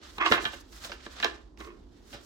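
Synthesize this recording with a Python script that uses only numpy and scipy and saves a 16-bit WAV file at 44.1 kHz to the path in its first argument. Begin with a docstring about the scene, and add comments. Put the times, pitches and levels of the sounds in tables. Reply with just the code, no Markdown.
"""A low rumble and the faint rub of paper come first, in a quiet room before two microphones.
Then a hand drops sheets into the plastic feeder tray of a desk scanner: the stack knocks and scrapes.
Knocks and drag excite decaying modes of the hollow tray; filtered noise makes the paper's snap.
The sheets slide as hiss with fine crackle, delay loops give the room, steady noise the rumble."""
import sys
import numpy as np
from scipy import signal
from scipy.io import wavfile

SR = 44100
rng = np.random.default_rng(int(sys.argv[2]) if len(sys.argv) > 2 else 0)


def generate_wav(signal):
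    """Clip the signal to [-1, 1] and save it as 16-bit WAV at the path in sys.argv[1]."""
    frames = np.transpose(np.atleast_2d(signal))
    scaled = np.clip(frames, -1, 1) * 32767
    pcm = np.round(scaled).astype(np.int16)
    wavfile.write(sys.argv[1], SR, pcm)


def boost(x):
    """Linear amplitude factor 10**(x/20) for a level x in decibels (scalar or array-like)."""
    u = np.asarray(x, float) / 20
    return 10 ** u


N = 99225  # samples, 2.25 s

# Modes of the plastic tray. Each row: frequency in Hz, relative level in dB, t60 in seconds.
TRAY_MODES = [(691, -5, 0.058), (850.4, -0.5, 0.02), (1035.4, -9.5, 0.077), (1162, -7.5, 0.071),
              (1349, 1.5, 0.019), (1555.4, 1, 0.03), (1744, 1.5, 0.045), (2103, -5, .03),
              (2386, -3.5, 0.023), (2833, -1, 0.0325), (3196, 3, 0.018), (3863, 7, 0.0067)]
# Modes of hollow body and desk. Each row: frequency in Hz, relative level in dB, t60 in seconds.
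BODY_MODES = [(135.9, -4, 0.029), (181, -15, 0.06), (223, -5, 0.064), (353, -7.5, 0.079),
              (444.5, -5.5, 0.076), (578, -7, 0.063)]
# Colour of snapping paper, also of the scrape's hiss. Each row: frequency in Hz, relative level in dB per Hz.
SNAP_SPECTRUM = [(410, -28.5), (700, -6.5), (1750, -9), (2220, 1.5), (4150, -23.5), (4730, -3.5),
                 (6480, -24.5), (7790, -21), (11200, -37.5), (16000, -33)]


def knocks():
    """Each knock rings the tray and the body under it, and the paper snaps as a burst of coloured noise."""
    tray_force = blows(column=1, rows=len(TRAY_MODES), alike=0.53)
    tray = boost(-8.5) * low_cut(ring(tray_force, TRAY_MODES), hz=150, order=1)
    body_force = blows(column=3, rows=len(BODY_MODES), alike=1)
    thud = boost(-5) * low_cut(ring(body_force, BODY_MODES), hz=63, order=2)
    left, right = blows(column=2, rows=1, alike=0.53)[0]
    mid_side = np.array([left + right, left - right]) / 2
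    snap = boost(17) * coloured(mid_side, SNAP_SPECTRUM, patchy_db=0)
    return ears(tray + thud) + snap


# Knocks of the stack on the tray. Each row: start in seconds, then relative levels in dB of tray ring,
# paper snap and thud, rattle under the click in dB (held to -10 at most), rattle t60 in seconds (0.2 at most).
KNOCK_ROWS = [(0.1824, -37, -52, -48, -13, 0.028), (0.2617, -17, -22, -57, -22, 0.055),
              (0.3132, -26, -30, -25, -15.5, 0.09), (0.321, -8.5, -14.5, -17.5, -26.5, 0.17),
              (0.4433, -36, -50, -37, -26, 0.01), (0.452, -31, -36.5, -40, -8.5, 0.091),
              (0.532, -44, -62, -49.5, -9.5, 0.099), (0.839, -47, -45.5, -50, -13.5, 0.039),
              (0.8465, -41, -51, -47.5, -8.5, 0.04), (0.895, -50, -51, -42, -10.5, 0.042),
              (0.918, -40, -33, -46, -15.5, 0.11), (1.0638, -38.5, -45.5, -45, -16.5, 0.02),
              (1.2008, -34, -24.5, -41.5, -24, 0.11), (1.2273, -29, -44, -44.5, -12, 0.18),
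              (1.2454, -16.5, -9.5, -30, -31, 0.08), (1.5745, -55.5, -44.5, -55, -20.5, 0.08),
              (1.604, -46, -43, -41, -23, 0.047), (1.612, -50, -45.5, -57, -24, 0.023),
              (1.648, -54, -41, -45, -21, 0.031), (1.669, -69, -66, -50, -10, 0.23),
              (2.129, -48.5, -50.5, -53, -5, 0.2), (2.144, -56, -42, -45, -16, 0.14)]


def blows(column, rows, alike):
    """Forces of the knocks: a click, a short crack and a dying rattle of noise, scattered in strength."""
    crack_db, crack_t60_s = -9, 0.003
    mode_scatter_db, side_scatter_db = 2.5, 1.5
    out = np.zeros((rows, 2, N + SR))
    t = np.arange(SR // 6) / SR
    for knock in KNOCK_ROWS:
        start_s, rattle_db, rattle_t60_s = knock[0], min(knock[4], -10), np.clip(knock[5], 0.004, 0.2)
        noise = rng.standard_normal((2, len(t)))
        noise[1] = alike * noise[0] + np.sqrt(1 - alike ** 2) * noise[1]
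        rattle = boost(rattle_db - 60 * t / rattle_t60_s)
        crack = boost(crack_db - 60 * t / crack_t60_s)
        force = (rattle + crack) * noise
        force[:, 0] = 1  # the click
        scatter = side_scatter_db * rng.standard_normal((rows, 2, 1))
        if rows > 1:
            scatter = scatter + mode_scatter_db * rng.standard_normal((rows, 1, 1))
        i = int(start_s * SR)
        out[..., i:i + len(t)] += force * boost(knock[column] + scatter)
    return out[..., :N]


# Strokes of the stack's edge along the tray, one list a stroke.
# Each row: time in seconds, relative level of the tray in dB, relative level of the body under it in dB.
SCRAPE_STROKES = [
    [(0.17, -53.5, -68), (0.184, -38, -47), (0.194, -39.5, -49.5), (0.214, -25.5, -35), (0.228, -22, -46),
     (0.244, -26.5, -41), (0.262, -21.5, -35.5), (0.294, -34, -42), (0.31, -53, -31)],
    [(0.335, -20.5, -30.5), (0.361, -37, -49), (0.383, -28.5, -36.5), (0.419, -52, -50), (0.44, -52, -35.5)],
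    [(1.255, -33, -30), (1.273, -48, -37), (1.305, -73, -50), (1.347, -55.5, -50), (1.42, -70, -73)],
    [(1.59, -59, -60.5), (1.614, -42.5, -45), (1.642, -51, -56), (1.648, -47.5, -64), (1.672, -53, -48),
     (1.698, -52, -53.5), (1.728, -60, -55), (1.776, -69.5, -63), (1.8, -81, -70.5)],
]
# Resonances that the dragged edge brings out. Each row: frequency in Hz, relative level in dB, t60 in seconds.
DRAGGED_MODES = [(620, -15, 0.016), (749, -8, 0.012), (1001, -4.5, 0.017), (1094, -3, 0.036),
                 (1210, -4, 0.019), (1414, -3, 0.011), (1760, -0.5, 0.0067), (2115, -5, 0.014),
                 (2570, -7, .015), (3276, -10, 0.0093)]
# Body resonances under the drag. Each row: frequency in Hz, relative level in dB, t60 in seconds.
HOLLOW_MODES = [(321, 0.5, .07), (410, 0.5, 0.047)]


def scrape():
    """Dense slips of the paper edge drive the resonances of tray and body."""
    # silent outside the strokes
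    tray_level, body_level = sum(boost(np.array(in_time(rows, -200))) for rows in SCRAPE_STROKES)
    slips = grains(per_s=4000, spread_db=2.5)
    slips[1] = 0.82 * slips[0] + 0.656 * slips[1]  # partly alike on both sides
    tray = rms_one(low_cut(ring([slips] * len(DRAGGED_MODES), DRAGGED_MODES), hz=450, order=4))
    body = rms_one(low_cut(ring([slips] * len(HOLLOW_MODES), HOLLOW_MODES), hz=230, order=4))
    hiss = boost(-23.5) * rms_one(coloured(slips, SNAP_SPECTRUM, patchy_db=0))
    judder = boost(1.5 * drift(rate_hz=60))
    return judder * (ears(tray_level * tray + body_level * body) + tray_level * hiss)


# Sheets sliding on each other. Each row: time in seconds, level of the rub in dB, level of its treble band in dB.
SLIDE_LEVELS = [(0.0, -71.5, -98), (0.035, -51, -69.5), (0.17, -57.5, -61), (0.21, -84, -73),
                (0.26, -32, -83), (0.3, -45, -51), (0.345, -51, -42), (0.39, -48, -68), (0.44, -44, -50.5),
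                (0.48, -60, -56.5), (0.51, -47, -68), (0.54, -48.5, -52), (0.58, -56, -70.5),
                (0.61, -56, -57.5), (0.64, -61.5, -80.5), (0.71, -64.5, -65.5), (0.73, -52, -57),
                (0.77, -53.5, -57.5), (0.81, -55, -61), (0.85, -45, -49.5), (0.91, -52.5, -66),
                (0.94, -55.5, -60.5), (0.99, -58, -84), (1.05, -49.5, -64.5), (1.09, -56.5, -76),
                (1.13, -51.5, -60.5), (1.19, -47, -74), (1.22, -47, -60.5), (1.28, -45, -65.5),
                (1.42, -65, -86.5), (1.56, -86.5, -100), (1.59, -56.5, -62), (1.67, -61.5, -65),
                (1.71, -66, -78.5), (1.78, -68.5, -84), (1.88, -74.5, -90), (1.98, -66, -78),
                (2.04, -69.5, -79.5), (2.08, -60, -65), (2.14, -53.5, -58), (2.18, -57.5, -76),
                (2.25, -63.5, -62.5)]
# Colour of the rubbing sheets. Each row: frequency in Hz, relative level in dB per Hz.
SHEET_SPECTRUM = [(350, -35), (600, 19), (853, 11), (933, -12), (1090, 20), (1720, 18), (2160, 10),
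                  (3680, 19), (6780, 4.5), (9000, -3), (11700, -71), (19800, -120)]
# Colour of the treble band. Each row: frequency in Hz, relative level in dB per Hz.
TREBLE_SPECTRUM = [(4410, -2), (7500, 4.5), (8410, -7.5), (14100, -3), (16000, -13)]


def slide():
    """Sheets rub: hiss mixed with fine crackle, its treble band on a level curve of its own."""
    level_db, treble_db = in_time(SLIDE_LEVELS)
    crackle_share = 0.21
    crackle = grains(per_s=2700, spread_db=6.5)
    hiss = rng.standard_normal((2, N))
    rub = crackle_share * crackle + (1 - crackle_share) * hiss
    rub = rub * boost(1.54 * drift(rate_hz=26.7))
    sheets = rms_one(coloured(rub, SHEET_SPECTRUM, patchy_db=1))
    treble = rms_one(coloured(rub, TREBLE_SPECTRUM, patchy_db=0))
    return boost(level_db) * sheets + boost(treble_db) * treble


def room(x):
    """Eight feedback delays a side, duller on every round, dying by 60 dB in t60_s at low frequencies."""
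    t60_s, wall_cut_hz = 0.37, 5130
    out = np.zeros((2, N))
    dull = np.exp(-2 * np.pi * wall_cut_hz / SR)
    lags = (rng.uniform(0.011, 0.04, 16) * SR).astype(int)
    for k, lag in enumerate(lags):
        direct = x[k % 2]
        loop, state = direct.copy(), [0.]
        gain = boost(-60 * lag / SR / t60_s)
        for i in range(lag, N, lag):
            back, state = signal.lfilter([gain * (1 - dull)], [1, -dull], loop[i - lag:i], zi=state)
            loop[i:i + lag] += back[:N - i]
        out[k % 2] += (loop - direct) * (-1) ** (k // 2)  # echoes only
    return out


# Colour of the low rumble. Each row: frequency in Hz, relative level in dB per Hz.
RUMBLE_SPECTRUM = [(15, -45), (25, -29.5), (49, 0.5), (120, -25), (166, -26.5), (363, -8.5), (489, -37),
                   (531, -24), (641, -33), (796, -30), (2550, -56.5), (5000, -49), (16000, -78.5)]


def rumble():
    """Noise, mostly low, with a slight flicker in each band."""
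    noise = rng.standard_normal((2, N))
    return boost(-52.5) * rms_one(coloured(noise, RUMBLE_SPECTRUM, patchy_db=1))


def ring(force, modes):
    """A force per mode sets each mode, a decaying resonator, ringing, signs alternating."""
    out = 0
    for k, (push, (hz, level_db, t60)) in enumerate(zip(force, modes)):
        r = boost(-60 / (t60 * SR))  # decay per sample
        w = 2 * np.pi * hz / SR
        tone = signal.lfilter([0, np.sin(w)], [1, -2 * r * np.cos(w), r * r], push + 1e-18)
        out = out + (-1) ** k * boost(level_db) * tone
    return out


def low_cut(x, hz, order):
    """Small panels radiate no bass."""
    return signal.sosfilt(signal.butter(order, hz, "high", fs=SR, output="sos"), x)


def ears(pair):
    """The right microphone hears the tray a little earlier and louder."""
    right_leads_s, left_db = 0.00016, -3.5
    n = np.arange(N)
    left = boost(left_db) * pair[0]
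    right = np.interp(n + right_leads_s * SR, n, pair[1])
    return np.array([left, right])


def grains(per_s, spread_db):
    """Random clicks of uneven size, two unrelated rows; rms 1."""
    sizes = boost(spread_db * np.minimum(rng.exponential(1, (2, N)), 5))
    signs = rng.choice([-1, 1], (2, N))
    return rms_one(sizes * signs * (rng.random((2, N)) < per_s / SR))


# Likeness of the two microphones. Each row: frequency in Hz, likeness from 0 to 1 for an unrelated mid and side.
STEREO_LIKENESS = [(30, 1), (90, 0.94), (200, .9), (550, 0.2), (1650, 0.13), (5000, .2), (15000, .2)]
# Balance of the two microphones. Each row: frequency in Hz, left minus right in dB.
STEREO_TILT = [(60, -3.5), (240, -2), (950, -4.5), (3770, -3.5), (15000, 0.5)]
EDGES = 22 * 2 ** np.arange(0, 9.7, 0.5)  # half-octave band edges in Hz


def coloured(pair, spectrum, patchy_db):
    """Half-octave bands of a mid and a side signal, each with its level, flicker, likeness and balance."""
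    out = 0
    for k, (low, high) in enumerate(zip(EDGES, EDGES[1:])):
        hz = np.sqrt(low * high)
        flicker = patchy_db * drift(rate_hz=30)
        if not spectrum[0][0] < hz < spectrum[-1][0]:
            continue
        band = signal.butter(2, [low, high], "band", fs=SR, output="sos")
        mid, side = signal.sosfilt(band, pair)
        alike = np.clip(at_hz(STEREO_LIKENESS, hz), 0, 1)
        balance_db = at_hz(STEREO_TILT, hz) * np.array([[0.5], [-0.5]])
        gain = boost(at_hz(spectrum, hz) + flicker + balance_db)
        stereo = np.sqrt(1 + alike) * mid + np.sqrt(1 - alike) * side * [[1], [-1]]
        out = out + (-1) ** k * gain * stereo
    return out


def drift(rate_hz):
    """Slow random curve of spread 1: noise through two equal low-pass poles, drawn every 40 samples."""
    r = np.exp(-2 * np.pi * rate_hz * 40 / SR)
    noise = rng.standard_normal(N // 40 + 2002)
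    slow = signal.lfilter([1], [1, -2 * r, r * r], noise)[2000:]  # skips the filter's start
    return np.interp(np.arange(N) / 40, np.arange(len(slow)), rms_one(slow - slow.mean()))


def rms_one(x):
    """Scales to unit rms."""
    return x / np.sqrt(np.mean(x ** 2) + 1e-20)


def in_time(rows, outside=None):
    """Curve columns at every sample; outside replaces the end values beyond the rows."""
    s, *columns = np.transpose(rows)
    return [np.interp(np.arange(N) / SR, s, c, outside, outside) for c in columns]


def at_hz(points, hz):
    """Reads a spectrum on a log frequency axis."""
    point_hz, values = np.transpose(points)
    return np.interp(np.log(hz), np.log(point_hz), values)


def scene():
    """Paper and tray in the room, over the rumble."""
    near = knocks() + scrape() + slide()
    return near + boost(-18.5) * room(near) + rumble()


def band_limit(x):
    """A steep low-pass at the top of the band."""
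    return signal.sosfilt(signal.butter(12, 16830, fs=SR, output="sos"), x)


def record(dry):
    """Peaks are rounded smoothly below a ceiling of full scale times 0.95."""
    peak_top = 0.95
    mix = peak_top * np.tanh(dry / peak_top)
    return band_limit(mix)


dry = scene()
out = record(dry)
generate_wav(out)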